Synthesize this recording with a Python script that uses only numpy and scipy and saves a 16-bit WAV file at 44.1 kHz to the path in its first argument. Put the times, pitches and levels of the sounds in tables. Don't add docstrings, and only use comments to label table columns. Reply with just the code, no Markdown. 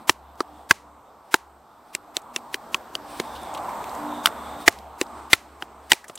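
import sys
import numpy as np
from scipy import signal
from scipy.fft import rfft, irfft, next_fast_len
from scipy.io import wavfile
from scipy.ndimage import uniform_filter1d

SR = 44100
rng = np.random.default_rng(int(sys.argv[2]) if len(sys.argv) > 2 else 0)


def invert_db(x):
    u = np.asarray(x, float) / 20
    return 10 ** u


def wav_out(sig):
    wavfile.write(sys.argv[1], SR, np.round(np.clip(np.atleast_2d(sig).T, -1, 1) * 32767).astype(np.int16))


N = 272526

# t/s, level/dB
GAIN = [(0.0, -47.5), (0.17, -51.5), (0.6, -49), (0.76, -53), (1.86, -53), (2.74, -43), (2.96, -43),
        (3.74, -34.5), (4.08, -35.5), (4.25, -38), (4.54, -37.5), (4.7, -43), (4.92, -47), (5.18, -41.5),
        (5.37, -48.5), (5.83, -47.5), (5.99, -54), (6.18, -51.5)]
FOLLOW_SLOPE = [1, 1.03, 1.1, .95]
FOLLOW_HZ = [300, 750, 2300, 5500]
# f/Hz, density/dB
ROAR = [(15, -49), (25, -21), (60, -13), (97, -15.5), (189, -15.5), (229, -9), (262, -11.5), (294, -12),
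        (376, -10.5), (562, -9.5), (630, -6), (856, -2.5), (1160, -6.5), (1770, -21.5), (2400, -26.5),
        (3120, -52), (5280, -120)]
# f/Hz, density/dB
HISS = [(1530, -30), (2600, -1), (3030, -1.5), (3190, -1), (3660, -2.5), (4530, -4), (6780, -9.5),
        (8380, -2), (9540, -16.5), (12700, -6.5), (15200, -12.5), (16000, -20.5)]
# middle t/s, length/s, f/Hz, level/dB
ENGINE = [(.55, .5, 300, -56.5), (1.002, .7, 292.6, -53), (2.01, .35, 296, -60), (2.3, 0.63, 240, -53.5),
          (2.756, .3, 237.6, -59), (3.105, 0.65, 295.2, -48), (3.27, 0.37, 241, -53),
          (3.645, 0.44, 299.7, -62), (4.126, 0.455, 295.5, -53.5), (4.156, 0.56, 240.6, -54.5),
          (4.51, 0.6, 238, -57.5), (4.606, 0.22, 296, -56), (5.2, .35, 296, -59), (5.224, 0.26, 237, -64.5)]
# f/Hz, level/dB
DRONE = [(296, -65.5), (240, -70.5), (180, -74)]
# middle t/s, length/s, swish level/dB, rub level/dB
SLEEVE = [(0, .16, -61, -74), (.3, .25, -89, -65.5), (0.572, .34, -64, -61), (1.08, .16, -80, -62),
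          (1.32, .28, -58, -70.5), (1.745, .25, -72, -63), (1.9, 0.16, -56.5, -75),
          (3.16, 0.32, -55.5, -72), (3.375, 0.56, -62.5, -57.5), (4.18, 0.37, -68, -56.5),
          (4.497, 0.69, -74, -60), (4.62, 0.11, -55, -63), (5.23, 0.58, -66, -75.5),
          (5.943, 0.32, -53, -71.5), (6.15, 0.11, -54, -75)]
BLOW_S = [0.0941, 0.4044, 0.7094, 1.3414, 1.9494, 2.1674, 2.3614, 2.5425, 2.7446, 2.9521, 3.1990, 4.2576,
          4.2708, 4.6782, 5.0129, 5.3310, 5.6232, 5.9178, 5.9315, 6.0965]
HOLD = [.9, 1.55, 1.05, .75, 0.81, 0.64, 1.24, 0.51, .75, 0.93, 1.3, 0.75, 1.1, .9, 0.72, 1.4, 0.91, .9,
        1.2, 1.1]
# peak level/dB, main f/Hz, upper f/Hz, upper re main/dB
WOOD = [(-8, 950, 1200, 3), (-10.5, 1277, 4720, -10.5), (9.5, 1638, 2529, -.5), (3.5, 1628, 2544, -7),
        (-24, 2300, 2480, 2.5), (-22.5, 2230, 3960, 14), (-25.5, 2350, 3540, 9.5), (-27, 2500, 3570, 3),
        (-21.5, 1110, 2680, 12.5), (-24.5, 1200, 2970, 14), (-24.5, 1130, 3770, 3.5), (-4, 1400, 2975, 7.5),
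        (-14.5, 1510, 3584, -6), (15, 1983, 1300, -3), (-15.5, 1800, 2640, 7), (9, 2055, 3500, -3),
        (-23, 1510, 3030, 3.5), (9.5, 1990, 3004, 4), (-19, 2100, 4700, -2), (-32, 1280, 2860, -7)]
# ping level/dB, mode f/Hz, rattle level/dB
BLADE = [(-2.5, 18000, 7), (-20, 1700, -21), (-8.5, 6600, 4), (-5.5, 6940, 0.5), (-8.5, 7630, -13),
         (-8.5, 7560, -13.5), (-8.5, 2700, -13.5), (-13, 16000, -7), (-9.5, 22000, -9.5),
         (-14.5, 4700, -19), (-20.5, 6950, -11.5), (0, 4200, -3), (-19.5, 8380, -12), (5, 6590, 9.5),
         (-14.5, 7700, -6.5), (-6.5, 3600, 7.5), (-28.5, 5000, -22.5), (4, 8110, 9), (-7, 2400, -16.5),
         (-44, 7700, -26)]
# thud level/dB, branch f/Hz, branch re thud/dB, ground hum level/dB
STUMP = [(-10.5, 790, -11.5, -43), (-16, 1113, -0.5, -49), (-16.5, 1100, 10.5, -47.5), (-13, 883, 5, -49.5),
         (-32.5, 566, -2, -66), (-29.5, 620, -2.5, -72), (-28, 1085, -3, -62), (-25, 950, -18, -64.5),
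         (-24.5, 1100, 10, -64), (-28, 640, 0.5, -55), (-14.5, 1800, -12, -40), (-40, 1000, 22.5, -57.5),
         (-30.5, 660, 4.5, -41), (-5.5, 700, 5, -40), (-12, 1010, -13, -41.5), (-11.5, 1350, 7.5, -43.5),
         (-26, 780, -1, -45), (-17, 870, 6, -77), (-25, 790, -1, -79), (-36, 693, 8, -52)]
# t/s, peak level/dB, f/Hz
JOLTS = [
    (0.096, -31, 90),
    (0.71, -27, 81.5),
    (4.676, -19, 90),
    (5.011, -40, 70),
    (5.331, -27.5, 90),
    (5.918, -42.5, 148),
]
# t/s, peak level/dB, centre f/Hz, t60/s
TICKS = [(0.0958, -5.5, 4970, .01), (.354, -45.5, 1100, 0.023), (.4155, -38, 5000, 0.012),
         (.786, -51, 6000, .015), (1.342, -9, 12500, 0.011), (1.385, -45, 12000, .012),
         (2.218, -40, 8300, .018), (2.458, -55, 4000, .015), (3.197, -20, 2260, 0.018),
         (3.352, -33.5, 3700, 0.16), (3.415, -35, 12500, .011), (3.432, -32.5, 9000, .011),
         (3.539, -30.5, 7500, 0.019), (3.547, -26.5, 3440, 0.043), (3.574, -28, 3330, 0.036),
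         (3.691, -30, 2400, .02), (3.841, -22, 2720, 0.0105), (3.894, -32, 4470, 0.015),
         (3.95, -30.5, 7000, 0.0079), (4.2609, 3, 11400, 0.0029), (4.268, -18, 4500, .01),
         (4.6841, 5.5, 1770, 0.0037), (4.725, -28, 1410, 0.013), (4.787, -30, 4130, .013),
         (5.066, -41, 4500, .012), (5.335, 0.5, 3130, 0.01), (6.042, -32, 1810, 0.046),
         (6.081, -32, 7800, 0.055), (6.154, -25.5, 8440, .033), (6.175, -30.5, 4000, 0.035)]

RUB_HZ = 3580
RING_T60_S, PING_T60_S, RATTLE_T60_S = 0.0094, 0.012, 0.022
FIZZ_DB, TOP_FIZZ_DB = -1.5, -19
STUMP_HZ, STUMP_LOW_HZ, STUMP_LATE_S = 364, 201, 0.00063
STUMP_LOW_DB, STUMP_LOW_SLOPE = -16.5, -0.7
TICK_BROAD = 0.45
ECHO_DB, ECHO_LATE_S, ECHO_T60_S, ECHO_SLOPE = -55.5, 0.022, 0.29, 0.62
HAZE_STEP_S, HAZE_START_S = 1024 / 48000, 0.0068
HAZE_DB, HAZE_SLOPE, HAZE_TONE = -39, 0.7, 0.6
TOP_HZ = 15800


def sound_at(out, s, burst):
    i = int(s * SR)
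    end = i + len(burst)
    return np.concatenate([out[:i], out[i:end] + burst[:N - i], out[end:]])


def fade(t, t60_s, rise_s):
    rise = 1 - np.exp(-t / max(rise_s, 1e-5))
    shape = rise * np.exp(-np.log(1000) * t / max(t60_s, 1e-3))
    return shape / shape.max()


def swell(s, length_s):
    return np.cos(np.pi * np.clip((np.arange(N) / SR - s) / length_s, -.5, .5)) ** 2


def ring(t, hz, t60_s, rise_s, split, chance):
    tone = np.sin(2 * np.pi * hz * t)
    for sign, c in zip((-1, 1), chance):
        near_hz = hz * (1 + sign * split * (.5 + c))
        tone = tone + 0.41 * np.sin(2 * np.pi * (near_hz * t + c))
    return tone * fade(t, t60_s, rise_s)


def band(x, lo_hz, hi_hz, order=2):
    sos = signal.butter(order, [lo_hz, min(hi_hz, .45 * SR)], "bandpass", fs=SR, output="sos")
    y = signal.sosfilt(sos, x)
    return y / np.sqrt(np.mean(y ** 2))


def highpass(x, hz, order=2):
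    return signal.sosfilt(signal.butter(order, hz, "highpass", fs=SR, output="sos"), x)


def walk(rate_hz):
    k = int(SR / rate_hz)
    steps = np.repeat(rng.standard_normal(N // k + 1), k)
    return 1.4 * uniform_filter1d(uniform_filter1d(steps, k), k)[:N]


def camera_gain_db():
    db = np.interp(np.arange(N) / SR, *np.transpose(GAIN))
    return db - db.mean()


def road():
    gain_db = camera_gain_db()
    table = np.vstack([ROAR[:-2], np.array(HISS[1:]) + [0, -28]])
    size = next_fast_len(N)
    log_hz = np.log(np.arange(size // 2 + 1) * SR / size + 1)
    colour = invert_db(np.interp(log_hz, np.log(table[:, 0]), table[:, 1]))
    width = np.interp(log_hz, np.log([30, 100, 500, 4000, 14000]), [.1, .18, .1, .3, .63])
    mid, side = rfft(rng.standard_normal((2, size))) * colour
    pair = np.array([mid + width * side, mid - width * side])
    out = 0
    for hz in 20 * 2 ** np.arange(0, 10, .4):
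        octaves = (log_hz - np.log(hz)) / np.log(2)
        share = np.cos(np.pi / 2 * np.clip(octaves / .4, -1, 1)) ** 2
        follow = np.interp(np.log(hz), np.log(FOLLOW_HZ), FOLLOW_SLOPE)
        flicker_db = 1.2 * walk(12) + 1.2 * walk(3)
        out = out + invert_db(follow * gain_db + flicker_db - 25) * irfft(pair * share, size)[:, :N]
    turn_s = np.cumsum(1 + .003 * walk(6)) / SR
    flutter_db = 3.2 * walk(12)
    lines = np.zeros(N)
    for s, length_s, hz, db in ENGINE:
        lines = lines + invert_db(db) * swell(s, length_s) * np.sin(2 * np.pi * hz * turn_s)
    for hz, db in DRONE:
        lines = lines + invert_db(db + 3.6 * walk(4.3)) * np.sin(2 * np.pi * hz * turn_s)
    return out + invert_db(gain_db + flutter_db) * lines


def sleeve():
    swish = sum(invert_db(db) * swell(s, length_s) for s, length_s, db, _ in SLEEVE)
    rub = sum(invert_db(db) * swell(s, length_s) for s, length_s, _, db in SLEEVE)
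    n = rng.standard_normal((4, N))
    broad = band(n[0] + .2 * n[1:3], 1700, 5500, order=1)
    broad = broad + .45 * band(n[0] + .3 * n[1:3], 7000, 9500)
    broad = broad + .25 * band(n[0] + .6 * n[1:3], 11000, 15000)
    slow = signal.sosfilt(signal.butter(2, 170, fs=SR, output="sos"), n[3] + 1j * n[0])
    turns = np.cumsum(RUB_HZ * (1 + .015 * walk(6.4))) / SR
    thin = np.real(slow / slow.std() * np.exp(2j * np.pi * turns))
    return invert_db(camera_gain_db()) * (swish * invert_db(1.5 * walk(25)) * broad + rub * thin)


def wood():
    out, t = np.zeros(N), np.arange(4096) / SR
    chance = rng.random((len(WOOD), 4))
    for s, hold, (db, hz, up_hz, up_db), c in zip(BLOW_S, HOLD, WOOD, chance):
        main = ring(t, hz, hold * RING_T60_S, 0.00047, 0.18, c[:2])
        upper = ring(t, up_hz, 0.85 * hold * RING_T60_S, 0.00011, 0.14, c[2:])
        out = sound_at(out, s, invert_db(db - 1.5) * (main + invert_db(up_db) * upper))
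    return out


def crack():
    out, t = np.zeros(N), np.arange(2048) / SR
    chance = rng.random((len(BLADE), 2))
    noise = rng.standard_normal((len(BLADE), 2, len(t)))
    for s, hold, (db, hz, _), c, n in zip(BLOW_S, HOLD, BLADE, chance, noise):
        ping = ring(t, hz, hold * PING_T60_S, 0.00037, 0.044, c)
        fizz = invert_db(FIZZ_DB) * band(n[0], 3100, 9500) + invert_db(TOP_FIZZ_DB) * band(n[1], 10500, 15000)
        fizz = fizz * fade(t, 0.87 * hold * PING_T60_S, 0.0001)
        out = sound_at(out, s, invert_db(db - 9.5) * (ping + fizz))
    return out


def rattle():
    out, t = np.zeros(N), np.arange(2048) / SR
    noise = band(rng.standard_normal((len(BLADE), len(t))), 1700, 3700, order=1)
    for s, hold, (*_, db), n in zip(BLOW_S, HOLD, BLADE, noise):
        shape = fade(t, RATTLE_T60_S, 0.00028) * np.exp(-(t / (0.0092 * hold)) ** 2)
        out = sound_at(out, s, invert_db(db - 11.5) * n * shape)
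    return out


def stump():
    out, t = np.zeros(N), np.arange(24000) / SR
    chance = rng.random((len(STUMP), 4))
    first = np.sin(np.pi * np.clip((t - .02) / .3, 0, 1)) ** .9
    second = .25 * np.sin(np.pi * np.clip((t - .3) / .24, 0, 1))
    hum = (first + second) * np.sin(2 * np.pi * (71 * t + 12 * .07 * np.exp(-t / .07)))
    for s, (db, branch_hz, branch_db, hum_db), c in zip(BLOW_S, STUMP, chance):
        low_db = STUMP_LOW_DB + STUMP_LOW_SLOPE * (db + 13)
        thud = ring(t, STUMP_HZ, 0.022, 0.0015, .25, c[:2])
        thud = thud + invert_db(low_db) * ring(t, STUMP_LOW_HZ, .02, 0.00029, 0.34, c[:2])
        thud = thud + invert_db(branch_db + 1) * ring(t, branch_hz, 0.024, 0.00048, 0.14, c[2:])
        out = sound_at(out, s + STUMP_LATE_S, -invert_db(db - 2) * highpass(thud, 150))
        out = sound_at(out, s, invert_db(hum_db - 5.5) * hum)
    for s, db, hz in JOLTS:
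        out = sound_at(out, s, invert_db(db) * np.sin(2 * np.pi * hz * t) * fade(t, 0.045, 0.001))
    return out


def ticks():
    out, t = np.zeros(N), np.arange(8192) / SR
    noise = rng.standard_normal((len(TICKS), len(t)))
    for (s, db, hz, t60_s), n in zip(TICKS, noise):
        crackle = (1 - TICK_BROAD) * band(n, hz / 1.4, hz * 1.19)
        grain = crackle + TICK_BROAD * band(n, 450, 8000, order=1)
        out = sound_at(out, s, invert_db(db - 6) * grain * fade(t, t60_s, 0.0005))
    return out


def trunks():
    t, blows = np.arange(SR // 2) / SR, np.zeros(N)
    wood_db = np.minimum(np.array(WOOD)[:, 0], 8)
    rattle_db = np.array(BLADE)[:, 2]
    blows[(np.array(BLOW_S) * SR).astype(int)] = invert_db(ECHO_SLOPE * wood_db + 0.62 * rattle_db)
    noise = rng.standard_normal((3, len(t)))
    shape = invert_db(ECHO_DB) * fade(np.maximum(t - ECHO_LATE_S, 0), ECHO_T60_S, 0.0066)
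    sides = []
    for own in noise[1:]:
        tail = band(noise[0] + .25 * own, 1200, 2500, order=1)
        tail = tail + .3 * band(noise[0] + .4 * own, 2600, 8500)
        sides.append(signal.fftconvolve(blows, shape * tail)[:N])
    return np.array(sides)


def haze():
    mid, side, tone = rng.standard_normal((3, N))
    mid = band(mid, 420, 5000, order=1) + .5 * band(mid, 4700, 13000, order=1)
    broad = mid + .3 * band(side, 8000, 15500, order=1) * np.array([[1], [-1]])
    out = 0
    for s, (*_, db), (_, hz, *_) in zip(BLOW_S, BLADE, WOOD):
        edge_s = HAZE_START_S + HAZE_STEP_S * np.floor((s - HAZE_START_S) / HAZE_STEP_S)
        size = 0
        for middle_s in (edge_s, edge_s + HAZE_STEP_S):
            weight = abs(np.cos(np.pi / 2 * (s + 0.0011 - middle_s) / HAZE_STEP_S))
            size = size + weight * swell(middle_s, 2 * HAZE_STEP_S) ** .45
        colour = broad + HAZE_TONE * band(tone, hz / 1.12, hz * 1.12, order=1)
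        out = out + invert_db(HAZE_DB + HAZE_SLOPE * db) * size * colour
    return out


def scene():
    blows = highpass(rattle() - wood() - crack(), 300)
    ports = .23 * np.array([np.roll(blows, 13), np.roll(blows, 11)])
    thud = stump()
    thud_side = .07 * np.roll(thud, 30) * np.array([[1], [-1]])
    knocks = 0.98 * np.roll(blows, 12) + ports + thud + thud_side
    lean = invert_db(np.array([[-.25], [.25]]))
    return lean * (knocks + ticks() + trunks() + road() + sleeve())


def top_cut(x):
    return signal.sosfilt(signal.butter(12, 16440, fs=SR, output="sos"), x)


def record(dry):
    cut = signal.sosfilt(signal.ellip(10, .2, 100, TOP_HZ, fs=SR, output="sos"), dry)
    hard = np.clip(cut, -.86, .86) + haze()
    hard = highpass(hard, 40, order=1)
    hard = signal.sosfilt(signal.ellip(8, .5, 90, 16350, fs=SR, output="sos"), hard)
    return top_cut(hard)


dry = scene()
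out = record(dry)
wav_out(out)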